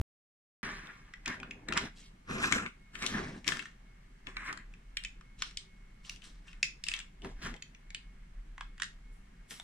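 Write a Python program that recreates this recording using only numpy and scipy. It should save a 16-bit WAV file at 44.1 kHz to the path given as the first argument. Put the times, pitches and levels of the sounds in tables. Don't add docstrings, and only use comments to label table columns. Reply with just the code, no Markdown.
import sys
import numpy as np
from scipy import signal
from scipy.fft import rfft, irfft
from scipy.io import wavfile
from scipy.ndimage import map_coordinates

SR = 44100
rng = np.random.default_rng(int(sys.argv[2]) if len(sys.argv) > 2 else 0)


def generate_wav(sig):
    pcm = np.round(np.clip(np.atleast_2d(sig).T, -1, 1) * 32767).astype(np.int16)
    wavfile.write(sys.argv[1], SR, pcm)


N = 424683

# pitch_hz, density_db_per_hz
HISS_SPECTRUM = [(32, -32), (55, -19), (92, -21), (155, -11.5), (323, -40), (471, -33.5), (811, -33),
                 (1990, -31.5), (3850, -42), (6470, -45.5), (9000, -45.5), (12500, -60.5), (15500, -72.5)]
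# pitch_hz, correlation
HISS_LIKENESS = [(60, 6), (180, 0.64), (550, -1), (1650, 0.13), (4970, -0.1), (15000, -0.3)]
# time_s, rms_db
RUMBLE_LEVELS = [(0.63, -55.5), (3.26, -60), (4.54, -53.5), (7.15, -52.5), (7.4, -41.5), (7.6, -58),
                 (8.25, -46.5), (8.9, -53), (9.1, -51.5), (9.63, -58.5)]
# pitch_hz, t60_s
ROOM_DECAY = [(250, 0.05), (1500, 0.23), (5000, 0.25), (9000, 0.22), (14000, 0.23)]
# time_s, left_late_ms
HAND_PLACES = [(0.6, 0.068), (1.9, 0.055), (2.2, -0.2), (3.9, 0.053), (4.2, 0.16), (5.0, -0.059),
               (6.5, -0.0031), (7.2, 0.063), (9.6, 0.021)]
# pitch_hz, level_db, t60_s
WALL_MODES = [(870, -37, 0.045), (1176, -39, 0.032), (1385, 7, 0.02), (1655, -9.5, 0.012),
              (2000, 10.5, 0.0082), (2519, -4, 0.26), (2833, -8.5, 0.29), (3198, 1.5, 0.26),
              (3460, -5, 0.067), (3850, 10, 0.014), (3977, 8, 0.023), (4300, -45, 0.0025), (5320, 0, 0.037),
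              (5566, 9, 0.077), (5900, -12, 0.0283), (7750, -13, 0.0026), (7074, 12, 0.055),
              (8580, 9, 0.02), (11900, -13.5, 0.033)]
# pitch_hz, level_db (unused), t60_s
TABLE_MODES = [(115, -8.5, 0.61), (150, -7.5, 0.047), (224, -7, 0.05), (239, 2.8, 0.15), (294, 6.5, 0.37),
               (380.7, 4, 0.11), (473, -11.5, 0.031), (668, -25, 0.14), (868, -18, 0.021)]
# pitch_hz, drive_db_per_hz
GRIT_DRIVE = [(90, -28), (236, -0.5), (325, -1.5), (543, -17), (1690, -6), (2710, -12), (7730, -17.5),
              (9800, -16), (15000, -28.5)]
# full_s (rise complete), hold_s, fade_db_per_s, walls_db, treble_db, table_db
STROKES = [(0.595, 0.007, 55, -35, -45.5, -41.5), (1.279, 0.022, 274, -36, -45.5, -41),
           (1.336, 0.13, 32, -63, -76, -49.5), (1.69, 0.076, 328, -45.5, -69, -38),
           (1.777, 0.0033, 600, -23, -35, -54), (1.81, 0.048, 492, -44.5, -46.5, -40.5),
           (1.968, 0.084, 282, -75, -57, -82), (2.294, 0.18, 304, -37.5, -46, -38),
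           (2.515, 0.053, 302, -30.5, -36.5, -35.5), (2.6, 0.067, 706, -39.5, -55, -42),
           (2.95, 0.095, 312, -50, -51, -55), (3.023, 0.15, 139, -39.5, -44.5, -41.5),
           (3.303, 0.071, 408, -57, -62, -45), (3.474, 0.042, 144, -40, -43, -41),
           (4.276, 0.0032, 236, -46.5, -58, -49.5), (4.368, 0.051, 300, -46.5, -60, -55),
           (4.49, 0.012, 154, -43, -63, -44.5), (5.396, 0.088, 252, -63, -54, -63.5),
           (6.051, 0.067, 250, -63, -56, -69), (6.236, 0.011, 149, -61, -54.5, -62),
           (6.474, 0.043, 200, -63, -66, -90), (6.876, 0.097, 254, -51, -55, -71),
           (7.242, 0.019, 197, -52, -53.5, -41), (7.426, 0.025, 300, -43, -45, -66),
           (7.494, 0.053, 495, -67, -63, -46.5), (9.514, 0.0043, 204, -51.5, -45.5, -52.5)]
SWELLS = [(2.439, 0.018, 300, -30, -35, -54), (3.16, 0.031, 124, -42, -49, -34.5),
          (4.47, 0.016, 301, -40.5, -51, -55), (7.456, 0.0089, 260, -40, -46.5, -40)]
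# walls_db, treble_db, table_db
RESTING_DB = [-73.5, -81.5, -67.5]
# peak_s, fade_db_per_s, level_db
RUBS = [(9.13, 121, -68), (9.508, 166, -46)]
# start_s, peak_db, panel_pitch_hz, panel_re_walls_db, high_modes_db, left_re_right_db
KNOCKS = [(0.87, -48.5, 3600, 19, -15, 16.5), (1.136, -35.5, 1950, 18.5, -20, 1),
          (1.258, -24, 2540, 8, -14.5, 2), (1.2771, -26, 1180, 15, -3, 7), (1.399, -37, 2430, 17, -14, 7.5),
          (1.4296, -32, 2520, 15, -31, -1), (1.5079, -33.5, 2560, 20, -11, 3),
          (1.6847, -25, 1860, 7, -14.5, 7), (1.723, -19, 1650, -5, -26, 1.5),
          (1.734, -31.5, 2500, -5, -9, 8), (1.7735, -12, 1610, -5, -9, -6.5),
          (2.435, -38, 1360, -4, -26, -2.5), (2.5224, -14.5, 2270, 9, -13.5, 9.5),
          (2.661, -33.5, 2270, 11.5, -31, 15), (2.9522, -43, 2240, -1, -38, 28),
          (3.022, -34.5, 2350, 1, -5, 17), (3.028, -31, 2300, 15, -16, -5), (3.037, -33, 2430, 21, -14, 8),
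          (3.0625, -19.5, 4160, 13, -6.5, 7), (3.071, -27, 3050, 7, -12, 6),
          (3.4428, -41, 2300, -5, -26, 8.5), (3.467, -32, 2400, -7, -14, 5),
          (3.477, -19, 2460, 10, 1, 20.5), (3.487, -25, 1530, 3.5, -8, 16), (3.519, -23, 1780, 6, -43, 13),
          (3.5684, -35.5, 1630, 1, -13, 16), (3.5916, -31, 2200, 6, -33, 10), (3.623, -36, 1700, 3, -19, 0),
          (3.6543, -35.5, 1830, 8.5, -26, 1), (4.268, -32.5, 2290, 2, -39, 8.5),
          (4.367, -26, 2300, 22, -42, 0), (4.471, -42, 1310, 22, -7, -13), (4.5258, -30.5, 1400, 0, -16, 2),
          (4.573, -35, 1930, 18, -7.5, 10), (4.737, -46, 2540, 25, -13, 6),
          (4.9685, -20, 2430, 7, -20.5, -1), (5.036, -31.5, 2300, 6, -5, 5),
          (5.0473, -27.5, 2600, 12, -18, -4), (5.209, -45.5, 1464, -5, -23, 0),
          (5.42, -19, 1500, 25, 11.5, 1.5), (5.5091, -42, 1840, 1, -15, 0),
          (5.5709, -22, 3140, 10, 27, -0.5), (6.0466, -47, 2900, 18.5, -30, -5),
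          (6.094, -26, 2910, 26, 0, 1.5), (6.159, -43.5, 2780, 12, -15, 6), (6.2184, -45, 3020, 4, -24, 7),
          (6.24, -43.5, 2920, 0, 11, 7), (6.479, -45, 2770, -2, -43, 4), (6.529, -44, 2580, 9, -28, 4),
          (6.6278, -13, 2650, 25, -9, 1), (6.8374, -23, 2690, 42, 18, 1),
          (6.8654, -34.5, 2700, 20, -17, 14), (6.884, -19.5, 2630, 11, -8.5, 0),
          (6.9147, -25, 2570, 20, -13, 0), (6.9368, -20, 2630, 11, -20, 2), (6.963, -37, 2600, 13, -2, 3),
          (6.989, -31.5, 2540, 5, -1.5, 9), (7.0008, -31.5, 2340, -4, -22, 1),
          (7.218, -43.5, 3030, 11, -20, 4), (7.245, -34, 1336, -12, -46, 3), (7.465, -30, 1416, 15, -21, 2),
          (7.539, -41.5, 2040, 14, -21, 15), (7.5627, -45, 3300, 0, -20, 1), (7.622, -32, 2570, 12, -8, 1),
          (7.7468, -41.5, 2600, 12, -15, 2), (7.903, -38, 2280, 17, -9, 1.5),
          (7.9457, -26, 2450, 6, -8.5, -1), (8.5785, -37.5, 2000, 12, -24, -2),
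          (8.6074, -29.5, 1650, 8.5, -23.5, 0), (8.778, -46, 1970, 5, -20, 2),
          (8.798, -33, 1570, 10, -16, -2), (8.8189, -19.5, 1900, 16, -11.5, -6.5),
          (8.831, -27.5, 1800, 4, -4, 0), (8.8405, -36, 1750, 1, 12, 4.5), (9.507, -33.5, 2030, 2, -2, 6),
          (9.597, -32, 2160, 14, -7, 2.5)]
# knock_s, pitch_hz, re_walls_db
SECOND_PANELS = [(1.429, 1433, 12), (1.685, 3980, 9), (1.723, 2710, 3), (1.773, 2520, 4), (2.523, 1570, 1),
                 (3.063, 3160, -6), (3.477, 5840, 22), (3.487, 2520, 13), (4.367, 1520, 1),
                 (4.367, 3910, 11), (4.574, 1630, 11), (4.969, 3310, 1), (4.969, 4200, 6), (5.42, 3400, 12),
                 (5.571, 5060, 39), (6.094, 6020, 27.5), (6.627, 5260, 10), (6.837, 5600, 42),
                 (6.937, 3290, -1), (7.946, 3050, 10.5), (8.578, 1120, 2), (8.608, 1160, -2),
                 (8.608, 3300, 0), (8.798, 3270, 4.5), (9.597, 924, 11.5), (9.597, 3620, 24)]

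HISS_DB, WHINE_DB, WHINE_HZ = -63.5, -76.5, 2178
RUMBLE_HZ, RUMBLE_WIDTH_HZ = 37, 16
THUD_HZ, THUD_PEAK_DB = 78, -25
CUT_S, OPEN_S = .0143, .6305
ROOM_DB = -5
CAPSULE_HZ = 8940
STOPBAND_HZ = 15900
RISE_DB_PER_S, SWELL_DB_PER_S = 897, 306
RUB_BAND_HZ = (8000, 15000)
DRAG_CYCLES = 55
GRIP_LOW, GRIP_HIGH = .35, .16
PANEL_T60_S, PANEL_KNEE_HZ = .025, 1800
CRACK_DB, SCATTER_DB = 0, 2
CLUSTER, CLUSTER_SPREAD = 3, .09
MUFFLE_DB = 6
DULL_DB = 35


def from_db(db):
    return 10 ** (np.asarray(db) / 20)


def rms_one(x):
    return x / np.sqrt(np.mean(x ** 2) + 1e-20)


def in_time(rows):
    s, *columns = np.transpose(rows)
    return [np.interp(np.arange(N) / SR, s, c) for c in columns]


def at_hz(points, hz):
    points_hz, values = np.transpose(points)
    return np.interp(np.log(hz), np.log(points_hz), values)


def drift(rate_hz):
    r = np.exp(-80 * np.pi * rate_hz / SR)
    noise = rng.standard_normal(N // 40 + 2002)
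    slow = signal.lfilter([1], [1, -2 * r, r * r], noise)[2000:]
    return np.interp(np.arange(N) / 40, np.arange(len(slow)), rms_one(slow))


def ring(force, hz, t60_s):
    r, w = from_db(-60 / (t60_s * SR)), 2 * np.pi * hz / SR
    return signal.lfilter([0, np.sin(w)], [1, -2 * r * np.cos(w), r * r], force + 1e-18)


def band(x, hz, kind="band", order=2):
    return signal.sosfilt(signal.butter(order, hz, kind, fs=SR, output="sos"), x)


def bands():
    edges = 50 * 2 ** np.arange(0, 8.6, .5)
    return [(signal.butter(2, [a, b], "band", fs=SR, output="sos"), np.sqrt(a * b))
            for a, b in zip(edges, edges[1:])]


def background(whine_waver_db=4.0):
    hiss, white = 0, rng.standard_normal((2, 2, N))
    for k, (sos, hz) in enumerate(bands()):
        mid, side = signal.sosfilt(sos, white[k % 2])
        alike = np.clip(at_hz(HISS_LIKENESS, hz), -1, 1)
        pair = np.sqrt(1 + alike) * mid + np.sqrt(1 - alike) * side * [[1], [-1]]
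        hiss = hiss + from_db(at_hz(HISS_SPECTRUM, hz)) * pair
    t60_s = 2.2 / RUMBLE_WIDTH_HZ
    rumble = ring(ring(rng.standard_normal(N), RUMBLE_HZ, t60_s), RUMBLE_HZ, t60_s)
    rumble = from_db(in_time(RUMBLE_LEVELS)[0]) * rms_one(rumble)
    tone = np.sin(2 * np.pi * WHINE_HZ * np.arange(N) / SR + .6 * drift(3.8))
    whine = from_db(whine_waver_db * drift(4.0)) * tone
    return from_db(HISS_DB) * rms_one(hiss) + rumble + from_db(WHINE_DB) * rms_one(whine)


def cut_thud():
    t = np.arange(N) / SR
    return from_db(THUD_PEAK_DB) * np.sin(2 * np.pi * THUD_HZ * (t - .0034)) * (t < CUT_S)


def room(x, onset_ms=1.0):
    t, tail = np.arange(SR // 2) / SR, 0
    white = rng.standard_normal((2, 2, len(t)))
    for k, (sos, hz) in enumerate(bands()):
        decay = from_db(-60 * t / at_hz(ROOM_DECAY, hz))
        mid, side = signal.sosfilt(sos, white[k % 2]) * decay
        tail = tail + mid + side * np.clip(hz / 500, 0, 1) ** 2 * [[1], [-1]]
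    tail = tail * (1 - np.exp(-(t * 1000 / onset_ms) ** 2))
    tail = tail / np.sqrt((tail ** 2).sum(1, keepdims=True))
    return signal.fftconvolve(x, tail, axes=1)[:, :N]


def ports(pair):
    half, at = in_time(HAND_PLACES)[0] * SR / 2000, np.arange(N)
    left = map_coordinates(pair[0], [at - half], order=3)
    right = map_coordinates(pair[1], [at + half], order=3)
    return np.array([left, right])


def port_turn(hz, spread_rad=.55, full_hz=300):
    return spread_rad * np.clip(hz / full_hz, 0, 1) ** 2


def rubs():
    t, gain = np.arange(N) / SR, 0
    for s, fade, db in RUBS:
        gain = gain + from_db(db + np.minimum(RISE_DB_PER_S * (t - s), fade * (s - t)))
    return gain * rms_one(band(rng.standard_normal((2, N)), RUB_BAND_HZ))


def pressure():
    t, power = np.arange(0, N + 64, 64) / SR, from_db(RESTING_DB)[:, None] ** 2
    for rise, rows in [(RISE_DB_PER_S, STROKES), (SWELL_DB_PER_S, SWELLS)]:
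        for s, hold, fade, *levels_db in rows:
            shape_db = np.minimum(0, np.minimum(rise * (t - s), fade * (s + hold - t)))
            power = power + from_db(np.add.outer(levels_db, shape_db)) ** 2
    return [np.interp(np.arange(N) / SR, t, np.sqrt(p)) for p in power]


def drags(grit_per_s=2000, size_db=2.5, judder_db=1.0, patchy_db=3.5, pan_db=0.5, trim_db=-3):
    size = from_db(size_db * np.minimum(rng.exponential(1, (3, N)), 5))
    grit = (rng.random((3, N)) < grit_per_s / SR) * size * rng.choice([-1, 1], (3, N))
    walls, treble, table = parts = np.zeros((3, 2, N))
    for k, (hz, _, t60_s) in enumerate(WALL_MODES + TABLE_MODES):
        late = round(port_turn(hz) * rng.standard_normal() * SR / (np.pi * hz))
        t60_s = min(t60_s, DRAG_CYCLES / hz)
        drive = from_db(at_hz(GRIT_DRIVE, hz)) * from_db(patchy_db * drift(20))
        mode = drive * ring(grit[k % 3], hz, t60_s / 2) / t60_s
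        part = table if k >= len(WALL_MODES) else treble if hz > 2700 else walls
        part += [mode, np.roll(mode, late)]
    parts[0] = band(walls, [1000, 2800])
    parts[1] = band(treble, 2600, "high")
    mix = 0
    for gain, part in zip(pressure(), parts):
        mix = mix + from_db(judder_db * drift(28)) * gain * rms_one(part)
    return from_db(trim_db + np.array([[pan_db], [-pan_db]])) * mix


def contact_force(chance, u):
    chatter = rfft(chance * u ** 2 * np.exp(-u))
    size = np.abs(chatter)
    return irfft(chatter / (size + size.mean() / 3)) * u * np.exp(-u / 2)


def knocks(below_db_oct=-14, above_db_oct=-12, trim_db=1.5, contact_ms=1.0, thin=0.73):
    out, t = np.zeros((2, N + SR)), np.arange(SR // 24) / SR
    wall_hz, mode_db, t60_s = np.transpose(WALL_MODES * CLUSTER + [(1, 0, PANEL_T60_S)])
    t60_s[:-1] *= np.where(wall_hz[:-1] > 3000, GRIP_HIGH, GRIP_LOW)
    count = len(t60_s)
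    u = t[:512] * 1000 / contact_ms
    for s, peak_db, panel_hz, panel_db, high_db, pan_db in KNOCKS:
        scatter, phase, detune = rng.standard_normal((3, count))
        hz = np.append(wall_hz[:-1] * (1 + CLUSTER_SPREAD * detune[:-1]), panel_hz)

        octaves = np.log2(hz / panel_hz)
        away_db = np.where(octaves > 0, above_db_oct, below_db_oct) * np.abs(octaves)
        level_db = mode_db + SCATTER_DB * scatter
        level_db += np.where(wall_hz > 3200, high_db, away_db - MUFFLE_DB)
        level_db[-1] += panel_db

        also = [row[1:] for row in SECOND_PANELS if abs(row[0] - s) < .004]
        also_hz, also_db = np.reshape(also, (-1, 2)).T
        hz, level_db = np.append(hz, also_hz), np.append(level_db, also_db)
        phase = np.append(phase, phase[:len(also)])
        panels_hz = hz[count - 1:]
        panels_t60_s = PANEL_T60_S * np.minimum(1, PANEL_KNEE_HZ / panels_hz)
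        decay = np.log(1000) / np.append(t60_s[:-1], panels_t60_s)

        force = contact_force(rng.standard_normal(512), u)
        reach = np.abs(np.exp(-2j * np.pi * hz[:, None] * t[:512]) @ force)
        gain = from_db(level_db) / np.maximum(reach, reach.mean() / 2)
        turn = np.exp(1j * port_turn(hz) * phase)
        rings = gain * [turn, 1 / turn] @ np.exp(np.outer(2j * np.pi * hz - decay, t))
        pair = signal.fftconvolve(rings.imag, force[None], axes=1)

        dull = np.clip(-high_db / DULL_DB, 0, .8)
        crack = signal.lfilter([1 - dull], [1, -dull], force) / np.abs(force).max()
        pair[:, :512] += from_db(CRACK_DB + min(high_db, 0)) * np.abs(pair).max() * crack
        pair = band(pair, thin * panels_hz.min(), "high", 6)
        at = round(s * SR)
        sides_db = peak_db + trim_db + np.array([[pan_db / 2], [-pan_db / 2]])
        out[:, at:at + pair.shape[1]] += from_db(sides_db) * pair / np.abs(pair).max()
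    return out[:, :N]


def scene():
    toys = ports(knocks() + drags() + rubs())
    toys = toys + from_db(ROOM_DB) * room(toys.mean(0)[None])
    toys = band(toys, CAPSULE_HZ, "low", 3)
    is_open = np.arange(N) / SR >= OPEN_S
    return (toys + background()) * is_open + cut_thud()


def record(dry):
    return signal.sosfilt(signal.cheby2(16, 60, STOPBAND_HZ, fs=SR, output="sos"), dry)


dry = scene()
out = record(dry)
generate_wav(out)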